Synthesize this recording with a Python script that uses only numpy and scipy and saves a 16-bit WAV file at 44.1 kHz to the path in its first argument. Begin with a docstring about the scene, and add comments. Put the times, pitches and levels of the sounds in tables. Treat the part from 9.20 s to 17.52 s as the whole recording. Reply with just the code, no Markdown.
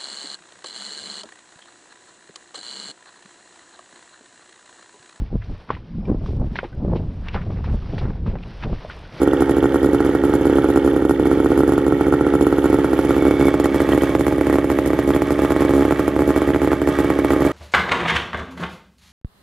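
"""On a lawn, a two-cylinder two-stroke outboard idles on a stand, fed with water by a hose.
Its exhaust ports open about 69 times a second, but only some strokes fire, in short putts whose
pressure pulses excite the gas in the leg, ring the castings and spit out cooling water.
Impacts make the powerhead clatter and the pulsating intake flow throbs. The microphone sinks
from the cowling towards the propeller, where water splashes."""
import sys
import numpy as np
from scipy import signal
from scipy.fft import rfft, irfft
from scipy.io import wavfile
from scipy.ndimage import uniform_filter1d, map_coordinates

SR = 44100
rng = np.random.default_rng(int(sys.argv[2]) if len(sys.argv) > 2 else 0)


def log_audio(samples):
    """Write samples as a 16-bit WAV file to the path given in sys.argv[1]."""
    # one column per channel
    frames = np.atleast_2d(samples).T
    # limit to full scale, then quantise
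    limited = np.clip(frames, -1, 1)
    pcm = np.round(limited * 32767).astype(np.int16)
    wavfile.write(sys.argv[1], SR, pcm)


N = 366912
TIME = np.arange(N) / SR
STROKE_HZ = 69.2
RING_SIZE = 8192  # samples in an impulse response
RING_HZ = np.maximum(np.fft.rfftfreq(RING_SIZE, 1 / SR), 1)

# putts, each a sharp firing with any softer ones on the adjacent strokes; relative levels:
# (time [s], thump [dB], crack [dB], spit [dB], firings before [count], firings after [count])
PUTTS = [(0.0163, -9.5, -26, -43, 0, 1), (0.0743, -8.0, -24, -48, 0, 0), (0.1327, -9.5, -21, -45, 0, 0),
         (0.2206, -9.0, -20, -43, 1, 0), (0.2937, -10.5, -23, -44, 0, 1), (0.3671, -10.5, -28, -48, 0, 1),
         (0.4552, -10.0, -22, -48, 2, 0), (0.5428, -10.5, -22, -46, 0, 1), (0.6443, -10.0, -25, -46, 1, 1),
         (0.6879, -10.5, -33, -55, 0, 0), (0.7456, -9.5, -24, -45, 1, 0), (0.8036, -9.5, -22, -47, 0, 0),
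         (0.862, -11.5, -31, -46, 1, 0), (0.8909, -10.0, -28, -51, 0, 0), (0.9494, -9.5, -21, -47, 0, 0),
         (1.0366, -10.0, -24, -47, 0, 1), (1.0942, -11.0, -33, -53, 0, 0), (1.1371, -10.0, -23, -43, 0, 1),
         (1.2096, -11.5, -33, -50, 0, 0), (1.253, -9.5, -25, -45, 0, 1), (1.2964, -9.0, -28, -50, 0, 0),
         (1.3256, -10.0, -30, -53, 0, 0), (1.3838, -10.0, -21, -48, 2, 0), (1.4424, -9.0, -23, -48, 0, 0),
         (1.5007, -10.5, -25, -47, 1, 0), (1.5731, -8.5, -21, -44, 1, 0), (1.6752, -10.0, -24, -47, 2, 0),
         (1.7334, -12.0, -31, -54, 0, 0), (1.7626, -9.5, -25, -46, 0, 0), (1.8211, -11.0, -30, -54, 0, 0),
         (1.8503, -9.0, -27, -47, 0, 0), (1.9085, -9.5, -20, -43, 1, 0), (1.9961, -9.5, -27, -49, 0, 0),
         (2.0255, -12.0, -35, -56, 0, 0), (2.0549, -10.0, -26, -46, 0, 1), (2.1132, -10.0, -23, -48, 0, 1),
         (2.1716, -11.0, -35, -57, 0, 0), (2.2005, -9.0, -26, -47, 0, 0), (2.2589, -10.0, -22, -48, 1, 0),
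         (2.3171, -10.0, -22, -49, 1, 0), (2.4043, -9.5, -24, -45, 2, 0), (2.4332, -9.0, -24, -49, 0, 0),
         (2.4915, -10.0, -26, -45, 1, 0), (2.5204, -11.0, -21, -46, 0, 1), (2.5783, -10.0, -22, -44, 0, 0),
         (2.6649, -11.0, -25, -48, 0, 1), (2.7224, -9.5, -22, -51, 0, 0), (2.809, -9.5, -21, -48, 0, 0),
         (2.8667, -11.0, -26, -50, 0, 1), (2.9239, -10.5, -20, -46, 0, 1), (3.0088, -9.5, -22, -49, 0, 0),
         (3.0657, -9.5, -23, -48, 0, 0), (3.1516, -10.0, -23, -46, 1, 0), (3.2093, -9.0, -24, -43, 0, 1),
         (3.2668, -8.0, -21, -43, 0, 0), (3.325, -9.5, -22, -50, 0, 0), (3.383, -9.5, -24, -46, 0, 0),
         (3.4413, -9.5, -24, -45, 0, 1), (3.4991, -10.0, -31, -48, 0, 0), (3.5422, -9.0, -24, -44, 1, 0),
         (3.5859, -10.5, -29, -49, 0, 0), (3.6439, -10.5, -20, -44, 0, 0), (3.7314, -9.5, -23, -45, 0, 0),
         (3.7897, -9.0, -21, -44, 0, 0), (3.848, -11.5, -31, -45, 0, 0), (3.9062, -10.5, -20, -45, 1, 0),
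         (3.9645, -11.5, -24, -48, 0, 1), (4.0224, -10.0, -27, -47, 0, 0), (4.0515, -9.5, -24, -48, 0, 2),
         (4.1089, -10.0, -23, -45, 0, 0), (4.1379, -12.5, -32, -55, 0, 0), (4.2244, -10.5, -25, -46, 2, 0),
         (4.2822, -10.0, -21, -43, 2, 0), (4.3402, -10.0, -21, -44, 0, 0), (4.3983, -10.0, -24, -41, 0, 0),
         (4.4564, -11.5, -20, -40, 1, 0), (4.5438, -12.0, -23, -44, 0, 1), (4.602, -11.0, -23, -42, 0, 1),
         (4.6892, -10.5, -24, -44, 0, 0), (4.7326, -11.0, -24, -45, 1, 1), (4.7761, -9.5, -23, -43, 0, 0),
         (4.834, -11.0, -22, -41, 1, 0), (4.8921, -13.0, -28, -49, 0, 0), (4.9503, -9.5, -20, -44, 0, 0),
         (5.0082, -12.0, -24, -42, 1, 0), (5.066, -12.0, -22, -42, 0, 1), (5.1237, -13.0, -26, -46, 0, 0),
         (5.1813, -12.5, -32, -48, 0, 0), (5.2102, -10.0, -22, -44, 0, 0), (5.2682, -11.5, -25, -43, 0, 0),
         (5.2972, -10.5, -24, -45, 0, 0), (5.3554, -11.5, -23, -43, 2, 0), (5.3842, -11.0, -21, -45, 0, 0),
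         (5.4424, -12.0, -26, -46, 0, 0), (5.5005, -12.5, -21, -43, 0, 1), (5.5871, -11.5, -20, -43, 0, 0),
         (5.6595, -13.5, -28, -42, 0, 1), (5.7029, -12.5, -26, -50, 0, 0), (5.7318, -11.5, -24, -46, 0, 0),
         (5.7889, -10.5, -23, -43, 0, 0), (5.904, -11.0, -22, -44, 2, 0), (5.9617, -11.5, -22, -43, 1, 0),
         (6.0191, -11.5, -21, -41, 0, 0), (6.1052, -12.5, -23, -43, 0, 1), (6.1905, -12.0, -25, -47, 0, 0),
         (6.2478, -12.0, -21, -44, 2, 0), (6.3048, -12.0, -22, -43, 0, 1), (6.3622, -11.5, -24, -46, 0, 0),
         (6.4198, -11.0, -22, -43, 1, 0), (6.4488, -10.5, -26, -44, 0, 0), (6.5068, -11.5, -27, -45, 1, 0),
         (6.5355, -10.5, -24, -45, 0, 2), (6.5932, -11.0, -29, -47, 1, 0), (6.6218, -11.0, -24, -47, 1, 0),
         (6.6506, -10.5, -23, -44, 0, 0), (6.6795, -13.0, -34, -53, 0, 0), (6.7079, -12.0, -21, -44, 0, 1),
         (6.7935, -11.0, -22, -42, 0, 0), (6.8782, -10.5, -22, -42, 0, 0), (6.9626, -12.0, -24, -49, 0, 0),
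         (6.9909, -11.5, -24, -46, 0, 2), (7.104, -10.5, -23, -44, 2, 0), (7.161, -11.0, -22, -42, 0, 1),
         (7.2176, -11.5, -23, -44, 0, 0), (7.2886, -12.0, -26, -47, 1, 1), (7.3596, -12.0, -23, -47, 1, 0),
         (7.4167, -12.5, -25, -45, 0, 2), (7.4738, -11.5, -24, -46, 0, 0), (7.5305, -12.0, -20, -44, 1, 0),
         (7.6162, -12.5, -25, -45, 0, 0), (7.6734, -11.5, -22, -42, 0, 1), (7.787, -11.0, -22, -42, 0, 1),
         (7.8439, -12.0, -27, -46, 0, 0), (7.9015, -11.0, -20, -43, 0, 0), (7.9882, -10.5, -24, -45, 0, 0),
         (8.0462, -10.5, -22, -43, 0, 0), (8.1043, -11.5, -21, -43, 0, 2), (8.1619, -12.0, -27, -50, 0, 0),
         (8.22, -12.0, -23, -45, 1, 0), (8.2491, -10.5, -23, -42, 0, 1)]
# path of the microphone: (time [s], position [0 at the cowling, 1 at the propeller])
MIC_PATH = [(0, 0.14), (3.3, 0.16), (3.8, 0.33), (4.3, 0.47), (4.8, 0.69), (8.3, 0.64)]
# course of the powerhead's clatter and knocking: (time [s], relative level [dB])
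POWERHEAD_LEVEL = [(0, -34.5), (.7, -37), (3.7, -38), (4.2, -36.5), (5, -41), (5.8, -41.5), (6.5, -39),
                   (7.6, -41.5), (8.3, -35)]
# powerhead modes heard from above and from below: (frequency [Hz], width [Hz], level [dB])
COWLING_MODES = [(501.6, 105, 29), (857, 112, 17), (1424, 464, 8.5), (2184, 26, 6.5), (3050, 160, -6),
                 (3347, 90, -7), (4000, 5300, -21)]
UNDERSIDE_MODES = [(607, 94, 21.5), (861, 91, 15), (1083, 60, 15), (1214, 100, 14.5), (1614, 320, 6.5),
                   (1916, 79, 7), (2246, 145, 7), (2660, 76, -2), (3240, 860, -6.5), (3980, 8000, -19)]


def undb(db):
    """Decibels to amplitude ratio."""
    return 10 ** (np.asarray(db) / 20)


def unit(x):
    """Scale to an rms of one."""
    return x / np.sqrt(np.mean(x ** 2))


def curve(rows):
    """Linear interpolation of (time [s], value) rows at every sample."""
    return np.interp(TIME, *np.transpose(rows))


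def spectrum(points, hz):
    """Gains interpolated from (frequency [Hz], level [dB]) rows on a logarithmic frequency axis."""
    point_hz, db = np.transpose(points)
    return undb(np.interp(np.log(hz), np.log(point_hz), db))


def minimum_phase(gain):
    """Folding the cepstrum gives a causal impulse response of this spectral shape and unit energy."""
    cepstrum = irfft(np.log(gain + 1e-6))
    cepstrum[1:RING_SIZE // 2] *= 2
    cepstrum[RING_SIZE // 2 + 1:] = 0
    ring = irfft(np.exp(rfft(cepstrum)))
    return ring / np.sqrt(np.sum(ring ** 2))


def convolve(x, ring):
    """Pass one or two channels through an impulse response."""
    return signal.oaconvolve(np.atleast_2d(x), ring[None], axes=1)[:, :N]


def resonate(x, modes):
    """Forced response of steep-sided resonances whose powers add."""
    power = 0
    for hz, width, db in modes:
        detuning = (RING_HZ ** 2 - hz ** 2) / (RING_HZ * width)
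        power += undb(db) ** 2 / (1 + detuning ** 2) ** 2
    return convolve(x, minimum_phase(np.sqrt(power)))


def resonate_at_mic(x, above, below):
    """Crossfade two sets of resonances by the microphone's position."""
    low = curve(MIC_PATH)
    blend = resonate(x, above) * (1 - low) + resonate(x, below) * low
    return blend / np.sqrt(1 - low * (1 - low))


def descent_db(times, below_db):
    """Change of level as the microphone sinks; it would reach below_db at the propeller."""
    return below_db * np.interp(times, *np.transpose(MIC_PATH))


def wander():
    """Slow random fluctuation of unit rms."""
    return unit(uniform_filter1d(uniform_filter1d(rng.standard_normal(N), size=3000), size=1500))


def hiss(spread):
    """Stereo white noise with the given ratio of side to mid amplitude."""
    mid, side = rng.standard_normal((2, N))
    return mid + spread * side * np.array([[1], [-1]])


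def pulses(times, sizes):
    """One impulse at each time."""
    inside = (times >= 0) & (times < (N - 1) / SR)
    return np.bincount((times[inside] * SR).astype(int), sizes[inside], N)


def bursts(times, sizes, rise_s, fall_s):
    """An envelope that rises and decays exponentially after each time."""
    t = TIME[:RING_SIZE]
    swell = (1 - np.exp(-t / rise_s)) * np.exp(-t / fall_s)
    return convolve(pulses(times, sizes), swell / swell.max())


def crank():
    """Flywheel inertia spaces port openings evenly between putts: their times, and each putt's index."""
    putt_times = np.array(PUTTS)[:, 0]
    putt_strokes = np.concatenate([[0], np.cumsum(np.round(np.diff(putt_times) * STROKE_HZ))])
    strokes = np.arange(-10, putt_strokes[-1] + 10)
    drift_s = np.interp(strokes, putt_strokes, putt_times - putt_strokes / STROKE_HZ)
    return strokes / STROKE_HZ + drift_s, np.searchsorted(strokes, putt_strokes)


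def ignition(putt_strokes, stroke_count):
    """Intermittent combustion: which strokes fire, and the thump, crack and spit level of each firing."""
    fires, levels = np.zeros(stroke_count, bool), np.zeros((stroke_count, 3))
    soft_db = rng.normal(-31, 6.5, stroke_count)
    for sharp, (_, thump_db, crack_db, spit_db, before, after) in zip(putt_strokes, PUTTS):
        for k in range(sharp - int(before), sharp + int(after) + 1):
            fires[k] = True
            levels[k] = thump_db, crack_db if k == sharp else min(soft_db[k], crack_db), spit_db
    return fires, levels[fires].T


def exhaust(fired, thump_db, dead, gain_db=25.5, gulp_db=6, jitter_s=0.0003):
    """Duct resonance: firings thump down the leg; a dead stroke only puffs, then gulps gas back."""
    # exhaust modes through the leg and at the propeller: (frequency [Hz], width [Hz], level [dB])
    leg_modes = [(70.6, 150, -15), (150, 120, -56), (204, 29, -9), (292.5, 82, 5.5), (334, 62, 3),
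                 (413.4, 109, 1.5), (514, 12, -7.5), (550.7, 24, -5)]
    outlet_modes = [(69, 58, -6.5), (201, 24, 1.5), (274.6, 22, 9), (315.5, 85, 9), (425, 113, 0.5),
                    (530.6, 24, 7.5), (653, 18, -15), (848, 42, -6.5)]
    thumps = pulses(fired + 0.0014, undb(thump_db + gain_db + descent_db(fired, -1.5)))
    timing, strength = rng.uniform(-1, 1, (len(dead), 2)).T
    times = dead + jitter_s * timing
    sizes = undb(descent_db(dead, -4.5) + 3.2 * strength)
    puffs = pulses(times + 0.00058, sizes)
    gulps = undb(gulp_db) * pulses(times + 0.0021, sizes)
    return resonate_at_mic(thumps + puffs - gulps, leg_modes, outlet_modes)


def pop(fired, crack_db, gain_db=7, delay_s=0.0011, front_s=0.00021, top_hz=1550):
    """A firing's steep pressure front radiates from the outlet as one dry, rounded bipolar pulse."""
    t = (TIME[:RING_SIZE] - delay_s) / front_s
    front = t * np.exp((1 - t ** 2) / 2)
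    rounded = signal.sosfilt(signal.butter(6, top_hz, fs=SR, output="sos"), front)
    return convolve(pulses(fired, undb(crack_db + gain_db + descent_db(fired, 6.5))), rounded)


def crack(fired, crack_db, dead, gain_db=22.5, gas_db=-29.5, delay_s=0.00039):
    """Shock excitation: a firing knocks the castings, rushing gas sustains them; dead strokes only tap."""
    # modes of the metal castings: (frequency [Hz], width [Hz], level [dB])
    housing_modes = [(807, 250, 1.5), (846, 60, -16), (913, 55, -1), (1332, 52, 7), (1414, 85, 2.5),
                     (1850, 56, -1)]
    gearcase_modes = [(650, 61, 15), (857, 33, -1), (1130, 30, -0.5), (1400, 480, -16.5), (1354, 40, -19.5),
                      (1566, 33, 3), (1920, 870, -0.5)]
    sizes = undb(crack_db + gain_db)
    knocks = pulses(fired + delay_s, sizes)
    gas = bursts(fired, sizes * undb(gas_db), rise_s=0.0005, fall_s=0.003) * hiss(spread=0.045)
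    taps = pulses(dead + delay_s, undb(rng.uniform(-19, -5, len(dead))))
    return resonate_at_mic(gas - knocks - taps, housing_modes, gearcase_modes)


def boom(fired, level_db=-32, delay_s=0.0052, scatter_db=1.5):
    """Narrow resonances build slowly: the leg's gas column peaks about a stroke after a firing."""
    # low modes of the gas column: (frequency [Hz], width [Hz], level [dB])
    column_modes = [(123, 25, 1.5), (157, 26, 1.2)]
    sizes = undb(-scatter_db * rng.standard_normal(len(fired)))
    return unit(resonate(pulses(fired + delay_s, sizes), column_modes)) * undb(level_db)


def spray(fired, spit_db, gain_db=3, pooled_db_per_stroke=0.49, lead_s=0.0014):
    """Atomisation: water pools during dead strokes, and the next firing blasts it into mist and drops."""
    # spectral peaks of the spray from above and below: (frequency [Hz], width [Hz], level [dB])
    peaks_above = [(4100, 11000, -5.5), (7100, 140, 7), (9500, 1300, -0.5), (11100, 1500, 0)]
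    peaks_below = [(4670, 9400, -3.5), (7240, 330, 4), (8580, 150, 5), (9530, 460, 0), (12100, 950, 3)]
    dead_strokes = np.diff(fired, prepend=fired[0] - 1 / STROKE_HZ) * STROKE_HZ - 1
    sizes = undb(spit_db + gain_db + descent_db(fired, -2.45) + pooled_db_per_stroke * dead_strokes)
    blast = bursts(fired - lead_s, sizes, rise_s=0.001, fall_s=0.0083)
    mist = droplets(count=30000) / 2 + hiss(spread=0.77)
    return resonate_at_mic(blast * mist, peaks_above, peaks_below)


def knocking(ports, gain_db=6, jitter_s=0.00022, range_db=5):
    """Periodic impacts fuse into a pitched drone: pistons and gears knock at the same crank angles."""
    # knocks within a stroke: (phase [share of the stroke], relative level [dB])
    knocks = [(0.294, -3), (0.466, -17), (0.68, -4), (0.933, 2.5)]
    phase, knock_db = np.transpose(knocks)
    times = (ports[:-1, None] + np.diff(ports)[:, None] * phase).ravel()
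    strength, timing = rng.uniform(-1, 1, (len(times), 2)).T
    sizes = undb(np.tile(knock_db, len(ports) - 1) + range_db * strength)
    blows = bursts(times + jitter_s * timing, sizes, rise_s=0.0007, fall_s=0.00038)
    drone = resonate_at_mic(blows, COWLING_MODES, UNDERSIDE_MODES)
    return unit(drone) * undb(curve(POWERHEAD_LEVEL) + gain_db)


def clatter(ports, gain_db=7.5, delay_s=0.00704, low_hz=1200, waver_db=1.87):
    """Broadband excitation: rattles between exhaust beats and the drive's whirr ring the powerhead."""
    sizes = undb(rng.uniform(-4.5, 4.5, len(ports)))
    whirr = 0.6 * hiss(spread=0.067)
    clacks = bursts(ports + delay_s, sizes, rise_s=0.0004, fall_s=0.0035) * hiss(spread=0.061)
    drive = (whirr + clacks) * undb(waver_db * wander())
    drive = signal.sosfilt(signal.butter(1, low_hz, "high", fs=SR, output="sos"), drive)
    rattle = resonate_at_mic(drive, COWLING_MODES, UNDERSIDE_MODES)
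    return unit(rattle) * undb(curve(POWERHEAD_LEVEL) + gain_db)


def intake(ports, fired, throb_db=-34, surge_db=2, rumble_db=-36, lag_strokes=0.71, slack_s=0.031):
    """Pulsating flow: the crankcases gulp air once a stroke, a deep throb in a turbulent rumble."""
    # spectrum of the turbulence: (frequency [Hz], relative level [dB])
    rumble_spectrum = [(20, -38), (34, -23), (50, -35), (80, -13), (125, -2), (230, -6), (330, -38),
                       (500, -25.5), (900, -34), (3000, -58)]
    stroke_phase = np.interp(TIME, ports, np.arange(len(ports))) - lag_strokes
    # the gulp is harder at a firing and slacker two strokes later
    kicks = pulses(fired, np.ones(len(fired))) - pulses(fired + slack_s, np.full(len(fired), 0.96))
    effort = uniform_filter1d(uniform_filter1d(kicks, size=1280), size=640)
    throb_rms = undb(throb_db + surge_db * unit(effort - effort.mean()))
    throb = np.sqrt(2) * throb_rms * np.sin(2 * np.pi * stroke_phase)
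    rumble = convolve(hiss(spread=0.2), minimum_phase(spectrum(rumble_spectrum, RING_HZ)))
    return throb + undb(rumble_db) * rumble


def reeds(ports, hz=1884, width_hz=210, delay_s=0.008, range_db=8):
    """Damped vibration: the intake reeds snap shut between exhaust beats and ring briefly."""
    # course of the snapping: (time [s], level [dB])
    reed_level = [(0, -43), (0.8, -45), (3.3, -44.5), (4.3, -45), (5.2, -43)]
    sizes = undb(range_db * rng.uniform(-1, 1, len(ports)))
    snaps = bursts(ports + delay_s, sizes, rise_s=0.000056, fall_s=0.0019) * hiss(spread=0.53)
    return unit(resonate(snaps, [(hz, width_hz, 0)])) * undb(curve(reed_level))


def leg_ring(ports, jitter_s=0.00006, scatter_db=4):
    """Repeated excitation: each stroke nudges the leg's high modes, which sing with a rasping flutter."""
    # high modes of the leg: (frequency [Hz], width [Hz], level [dB])
    high_modes = [(2226, 69, 1), (3470, 92, -8.5), (5000, 970, -33)]
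    # their strength as the microphone passes: (time [s], level [dB])
    ring_level = [(0, -52), (3.6, -50), (3.8, -53), (4.1, -36.5), (4.16, -43), (4.26, -33.5), (4.38, -47),
                  (8.3, -64)]
    timing, strength = rng.standard_normal((len(ports), 2)).T
    nudges = pulses(ports + jitter_s * timing, undb(scatter_db * strength))
    return unit(resonate(nudges, high_modes)) * undb(curve(ring_level))


def ticking(ports, level_db=-52.5, accent_db=6.5, delay_s=0.0078):
    """Impact ringing: a brief metallic tick sounds once a turn of the crank, on the same cylinder each time."""
    # modes of the tick: (frequency [Hz], width [Hz], level [dB])
    tick_modes = [(2800, 96, 4), (3120, 150, 6), (3460, 130, 5.5)]
    # ticks that stand out: (time [s])
    accent_times = [0.081, 0.111, 0.169, 0.199, 0.403, 0.433, 1.361, 3.419]
    turns = ports[::2]
    tick_db = rng.uniform(-5, 5, len(turns))
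    tick_db[np.searchsorted(turns, accent_times) - 1] = accent_db
    strikes = pulses(turns + delay_s, undb(tick_db + descent_db(turns, -8.5)))
    return unit(resonate(strikes, tick_modes)) * undb(level_db)


def droplets(count, low_hz=700, high_hz=15000, decay_s=0.002, glide_per_s=3, scatter_db=2.6):
    """Damped oscillators: each drop pings with its own pitch, size and place, rising as it dies."""
    when, pitch, size, side = rng.random((count, 4)).T[..., None]
    t = TIME[:320]
    hz = low_hz + (high_hz - low_hz) * pitch
    gain = undb(-scatter_db * np.log(np.maximum(size, 1e-2)))
    pings = gain * np.sin(2 * np.pi * hz * t * (1 + glide_per_s * t)) * np.exp(-t / decay_s)
    times = (when * N / SR + t).ravel()
    pans = np.cos(np.pi * side), np.sin(np.pi * side)
    return unit(np.array([pulses(times, (pings * pan).ravel()) for pan in pans]))


def water(slosh_db=1.5):
    """Random impacts merge into noise: water pours unevenly off the propeller onto the wet grass."""
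    # spectrum of the splashing: (frequency [Hz], relative level [dB])
    splash_spectrum = [(300, -15), (900, 6), (2200, -1), (3500, -3.5), (5000, -18.5), (7200, -8.5),
                       (7600, -18.5), (10000, -9.5), (12200, -12), (15500, -22)]
    # its course: (time [s], relative level [dB])
    splash_level = [(0, -49.5), (3.3, -47), (3.8, -46), (4.13, -48), (4.3, -65), (4.7, -46), (5.4, -47.5),
                    (8.3, -51)]
    drops_and_wash = droplets(count=9000) + 0.6 * hiss(spread=1)
    patter = convolve(drops_and_wash, minimum_phase(spectrum(splash_spectrum, RING_HZ)))
    return patter * undb(curve(splash_level) + slosh_db * wander())


def slaps(gain_db=4):
    """Liquid impact: now and then a thick gush of water slaps the gearcase and rings it."""
    # gushes: (time [s], relative level [dB])
    gushes = [(4.442, -32), (4.601, -33), (4.721, -28), (4.807, -31), (5.329, -34), (5.934, -32),
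              (6.393, -37), (6.48, -31), (7.16, -36), (7.333, -31), (7.503, -34), (8.104, -34)]
    # the modes they excite: (frequency [Hz], width [Hz], level [dB])
    slap_modes = [(1630, 420, 5), (1920, 150, 11.5), (2220, 150, 0.5), (3170, 800, -4)]
    times, slap_db = np.transpose(gushes)
    envelope = bursts(times, undb(slap_db + gain_db), rise_s=0.0052, fall_s=0.0056)
    return resonate(envelope * hiss(spread=0.13), slap_modes)


def scene():
    """Superposition of sources that all follow the crankshaft, except the falling water."""
    ports, putt_strokes = crank()
    fires, (thump_db, crack_db, spit_db) = ignition(putt_strokes, len(ports))
    fired, dead = ports[fires], ports[~fires]  # times of the strokes with and without combustion
    thumps = exhaust(fired, thump_db, dead)
    spits = spray(fired, spit_db)
    machinery = knocking(ports) + clatter(ports) + reeds(ports) + ticking(ports) + leg_ring(ports)
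    putts = thumps + pop(fired, crack_db) + crack(fired, crack_db, dead) + boom(fired) + spits
    return putts + machinery + intake(ports, fired) + water() + slaps()


def record(dry, bass_hz=34, top_hz=15550):
    """Stereo time and level differences: the right side is earlier, louder and brighter; band-limited."""
    # microphone balance: (frequency [Hz], left minus right level [dB])
    balance = [(60, -2), (1500, -2.5), (3000, -4.5), (4500, -1.2), (7000, -1), (8200, 0), (10000, -10),
               (12500, -7.5), (15000, -8)]
    lag_samples = 2 * (1 - curve(MIC_PATH))
    left = map_coordinates(dry[0], [np.arange(N) - lag_samples], order=3)
    hz = np.maximum(np.fft.rfftfreq(N, 1 / SR), 1)
    tilt = np.sqrt(spectrum(balance, hz))
    bass_cut = 1 / np.sqrt(1 + (bass_hz / hz) ** 8)
    pair = irfft(rfft(np.array([left, dry[1]])) * np.array([tilt, 1 / tilt]) * bass_cut, N)
    top_cut = signal.ellip(10, 0.2, 80, top_hz, fs=SR, output="sos")
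    return signal.sosfilt(top_cut, np.clip(pair, -1, 1))


dry = scene()
out = record(dry)
log_audio(out)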